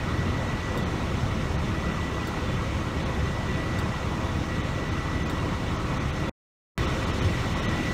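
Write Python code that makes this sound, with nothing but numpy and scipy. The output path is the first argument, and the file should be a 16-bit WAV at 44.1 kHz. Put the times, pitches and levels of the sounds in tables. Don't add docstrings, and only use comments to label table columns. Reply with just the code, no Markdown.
import sys
import numpy as np
from scipy import signal
from scipy.fft import rfft, irfft, dct, next_fast_len
from scipy.io import wavfile
from scipy.ndimage import uniform_filter1d

SR = 44100
rng = np.random.default_rng(int(sys.argv[2]) if len(sys.argv) > 2 else 0)


def natural_amplitude(level_db):
    exponent = np.asarray(level_db, float) / 20
    return 10 ** exponent


def wav_out(sig):
    wavfile.write(sys.argv[1], SR, np.round(np.clip(np.atleast_2d(sig).T, -1, 1) * 32767).astype(np.int16))


N = 349713
TIME = np.arange(N) / SR
CUT_S, RESUME_S = 6.2952, 6.7781

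ENGINE_ORDERS = [5, 6, 9, 12, 15, 17, 18, 23, 27, 30, 34, 85.9, 103.4, 109.2, 110.3, 189.3]
ENGINE_ORDER_LEVELS = [-67.5, -42, -49.5, -38.5, -42.5, -48, -43, -46.5, -47.5, -45, -49.5, -63, -57, -60.5,
                       -53.5, -53]
# pitch_hz, level_db (per Hz)
RUMBLE_SPECTRUM = [(12, -48), (20, -29), (43, -6.5), (80, 0), (150, -2), (177, -4), (282, -14.5), (315, -8),
                   (348, -11.5), (400, -14), (520, -25), (880, -120)]
# pitch_hz, level_db (per Hz)
DRONE_SPECTRUM = [(120, -41.5), (200, 3), (317, -2.5), (463, -9.5), (518, -6), (569, -11.5), (674, -9),
                  (1110, -7.5), (1730, -17), (1900, -12.5), (2470, -43), (4180, -120)]
# pitch_hz, level_db (per Hz)
HISS_SPECTRUM = [(880, -20.5), (1500, -13), (1720, -11.5), (1950, -11), (2090, -7), (2810, -11.5),
                 (3250, -15), (3550, -11.5), (4810, -19), (6210, -19), (9190, -30), (10400, -33.5),
                 (15600, -40)]
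# pitch_hz, width_hz, lift_db
CAB_RESONANCES = [(85, 14, 1.5), (130, 21, 3), (199.7, 10, -2.5), (299, 17, 2), (352, 14.9, -2.5),
                  (376, 36, 2.5), (504, 14, 2.5), (542, 88, 5), (570, 14, 1.5), (650, 18, 2),
                  (980, 87, 1.5), (1120, 120, 1.5), (1299, 25, 4.5), (1350, 39, 6), (1510, 22, -1),
                  (1475, 26, 6.5), (1770, 25, 1.5), (1910, 28, 2.5), (1952, 56, 7.5), (2160, 48, 0),
                  (2743, 41, 4), (3053, 120, 5.5), (3365, 47, 3.5), (4900, 400, -1.5), (5320, 88, 5),
                  (10530, 420, -4.5)]
# pitch_hz, level_db, t60_s
CLATTER_MODES = [(1173, -3, 0.062), (1243, 9.5, 0.028), (2490, 0, 0.089), (2764, 0, 0.054),
                 (3050, -8.5, .09), (3455, -4, 0.12), (3790, -5.5, 0.077), (5180, -13.5, 0.055),
                 (6200, -8, .05), (7100, -21, .05)]
# ratio to the whine, level_db (rms)
FAN_GEARS = [(1.1542, -57), (1.1285, -63)]
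# start_s, level_db (peak), pitch_hz, t60_s
FLOOR_KNOCKS = [
    (0.182, -27, 101, .12),
    (0.755, -18, 93, .1),
    (1.229, -13, 98, .14),
    (1.69, -14.5, 109, 0.093),
    (7.246, -13, 85, 0.15),
]
# start_s, level_db (peak)
FAN_TURNS = [
    (0.774, -29.5),
    (2.2717, -29),
    (3.7873, -29.5),
    (5.2968, -30),
    (6.775, -29),
]
# pitch_hz, level_db, t60_s
TICK_RING = [(7550, 2, 0.024), (3660, 0.5, 0.048), (4600, -2.5, 0.041), (5480, -9.5, .04),
             (8450, -9.5, 0.018), (11800, -21.5, .025), (13300, -12, .03), (15200, -19.5, .025)]
# start_s, spared_below_hz, share_lost (0-1)
THIN_MOMENTS = [(.851, 4500, 1), (1.574, 4600, 1), (3.047, 4800, 1), (4.626, 4000, .9), (4.905, 6500, .95),
                (5.245, 4100, 1), (5.287, 7500, 1), (5.779, 6800, .95), (5.992, 4000, 1), (6.12, 4200, .95),
                (6.866, 4200, 1), (7.058, 4800, .95), (7.123, 4100, .9), (7.208, 3600, 1),
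                (7.55, 4500, .95), (7.613, 4700, .95), (7.671, 4300, 1), (7.676, 4300, 1)]


def evened(x):
    return x / np.sqrt(np.mean(x ** 2) + 1e-20)


def read(points, hz):
    pitch_hz, value = np.transpose(points)
    return np.interp(np.log(hz + 1), np.log(pitch_hz + 1), value)


def level_db(steady_db, lift_db):
    return steady_db + lift_db * (TIME > RESUME_S)


def drift(top_hz):
    rates_hz = np.geomspace(top_hz / 20, top_hz, num=16)
    return evened(sum(np.sin(2 * np.pi * (f * TIME + rng.random())) / np.sqrt(f) for f in rates_hz))


def ringing(hz, phase, t):
    return np.sin(2 * np.pi * (hz * t + phase))


def patchy(patch_db, size):
    frames, bins = N * 4 // size + 5, size // 2 + 1
    real, imag, patches = rng.standard_normal((frames, bins, 3)).T
    patches = uniform_filter1d(patches, size=9, axis=0)
    patches = evened(uniform_filter1d(patches, size=12, axis=1))
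    spectrum = (real + 1j * imag) * natural_amplitude(patch_db * patches)
    noise = signal.istft(spectrum, nperseg=size, noverlap=size * 3 // 4)[1]
    return evened(noise[:N])


def through_cab(x, spectrum):
    size = next_fast_len(N)
    hz = np.fft.rfftfreq(size, 1 / SR)
    lift_db = sum(db / (1 + (2 * (hz - f) / width) ** 2) for f, width, db in CAB_RESONANCES)
    shaped = rfft(x, size) * natural_amplitude(read(spectrum, hz) + lift_db)
    return evened(irfft(shaped, size)[:N])


def engine():
    cycle_hz = 5.835
    cycles = np.cumsum(cycle_hz * (1 + .0012 * drift(2.5))) / SR
    firing = 6 * cycles
    orders = np.zeros(N)
    for order, db in zip(ENGINE_ORDERS, ENGINE_ORDER_LEVELS):
        wavering = natural_amplitude(db + 1.1 * drift(9.))
        orders += wavering * np.sqrt(2) * ringing(order, rng.random(), cycles)
    orders *= natural_amplitude(level_db(0, 1.8))

    strength = natural_amplitude(1.0 * rng.standard_normal(int(firing[-1]) + 1))[firing.astype(int)]
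    knock = strength * np.exp(-(firing % 1) / 0.67)
    rumble_db, drone_db, hiss_db = level_db(-30, 1), level_db(-33.5, 1.17), level_db(-44, 3.5)
    rumble = through_cab(patchy(1.4, size=2048) * (1 + .11 * knock), RUMBLE_SPECTRUM)
    rumble *= natural_amplitude(rumble_db - 1.03 + 1.2 * drift(60.))
    drone = through_cab(patchy(1.7, size=1024) * (1 + .1 * knock), DRONE_SPECTRUM)
    drone *= natural_amplitude(drone_db - .3)
    hiss = through_cab(patchy(1.1, size=512) * (1 + .14 * knock), HISS_SPECTRUM)
    hiss *= natural_amplitude(hiss_db + 2.6)
    return orders + rumble + drone + hiss + natural_amplitude(hiss_db - 6.5) * clatter(firing)


def clatter(firing):
    chance = 260 / SR * np.exp(-(firing % 1) / .5)
    blow_db = 3.5 * np.minimum(rng.standard_normal(N), 1.3)
    blows = (rng.random(N) < chance) * natural_amplitude(blow_db)
    mode, t = rng.integers(0, len(CLATTER_MODES), N), TIME[:4000]
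    out = np.zeros(N)
    for k, (hz, db, t60) in enumerate(CLATTER_MODES):
        ring = natural_amplitude(db - 60 * t / t60) * ringing(hz, 0, t)
        out += signal.oaconvolve(blows * (mode == k), ring)[:N]
    return evened(out)


def fan_load():
    sweep_s = 1.508
    turns_s = np.array([FAN_TURNS[0][0] - sweep_s] + [s for s, db in FAN_TURNS])
    since_s = TIME - turns_s[np.searchsorted(turns_s, TIME) - 1]
    coast_s, take_up_s, labour_s, release_s = 0.033, 0.0716, .74, 0.1716
    return np.interp(since_s, np.cumsum([coast_s, take_up_s, labour_s, release_s]), [0, 1, 1, 0])


def fan():
    free_hz, sag_hz, loaded_db = 1961.4, 16, -10.5
    load = fan_load()
    turns = np.cumsum(free_hz - sag_hz * load + .6 * drift(10.)) / SR
    whine_db = level_db(-45, 3.5) + loaded_db * load ** 2 + .7 * drift(30.)
    out = natural_amplitude(whine_db) * ringing(1, 0, turns)
    for ratio, db in FAN_GEARS:
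        out += natural_amplitude(db + 2.5 * (load - .5) + 1.1 * drift(11.0)) * ringing(ratio, 0, turns)
    return np.sqrt(2) * out


def thumps():
    out, t = np.zeros(N), TIME[:9000]
    for s, db, hz, t60 in FLOOR_KNOCKS:
        swell = 1 - np.exp(-t / 0.0054)
        out[round(s * SR):][:len(t)] += natural_amplitude(db - 60 * t / t60) * swell * ringing(hz, 0, t)
    return out


def ticks():
    out, t = np.zeros(N), TIME[:4000]
    for s, db in FAN_TURNS:
        ring = np.zeros(len(t))
        for hz, mode_db, t60 in TICK_RING:
            struck_db = mode_db + 3.2 * rng.standard_normal()
            ring += natural_amplitude(struck_db - 60 * t / t60) * ringing(hz, rng.random(), t)
        rattle = rng.standard_normal(len(t)) * natural_amplitude(-5.0 - 60 * t / 0.088)
        click = (ring + rattle) * np.minimum(t / .0007, 1)
        rebound = natural_amplitude(-9.0) * np.roll(click, round(0.0074 * SR))
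        out[round(s * SR):][:len(t)] += natural_amplitude(db - 10.0) * (click + rebound)
    return out


def scene():
    return (engine() + fan() + thumps() + ticks())[None]


def thin_out(x):
    x, block = x.copy(), 1882
    window = np.sin(np.pi * (np.arange(block) + .5) / block)
    hz = np.arange(block) * SR / 2 / block
    notch = (1 - np.sqrt(1 - window ** 2)) / window
    margin = 3.2 - 1.2 * np.exp(-((hz - 6000) / 700) ** 2)
    for s, spared_hz, share in THIN_MOMENTS:
        at = slice(round(s * SR) - block // 2, round(s * SR) + block // 2)
        lines = dct(x[at] * window, type=4, norm="ortho")
        local = np.sqrt(uniform_filter1d(lines ** 2, size=120))
        treble = hz > spared_hz
        lost = treble & ((abs(lines) < margin * local) | (hz > 9800))
        boosted = treble & ~lost
        removed = lines * (lost - 0.81 * boosted)
        x[at] -= share * notch * dct(removed, type=4, norm="ortho")
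    return x


def cut_out(x):
    smear = signal.lfilter(*signal.butter(3, 1500, fs=SR), x) * natural_amplitude(-27.5)
    gate = np.clip(np.maximum(CUT_S - TIME, TIME - RESUME_S) / .00025, 0, 1)
    spill_after = 1.4 * np.clip((CUT_S + 0.022 - TIME) / .012, 0, 1)
    spill_before = 0.27 * np.clip((TIME - RESUME_S + 0.026) / .01, 0, 1)
    return x * gate + smear * (1 - gate) * (spill_after + spill_before)


def resume_pop():
    after = np.maximum(TIME - RESUME_S, 0)
    burst = np.minimum(after / .00003, 1) * np.exp(-after / .0003)
    return natural_amplitude(-12.5) * burst * np.cos(2 * np.pi * 1400 * after)


def roll_off(x):
    return signal.sosfilt(signal.butter(12, 16000, fs=SR, output="sos"), x)


def record(dry):
    band_limit = signal.firwin(2047, 15740, window=("kaiser", 9), fs=SR)
    x = thin_out(signal.oaconvolve(dry[0], band_limit, "same"))
    x = cut_out(x) + resume_pop()
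    return roll_off(x[None])


dry = scene()
out = record(dry)
wav_out(out)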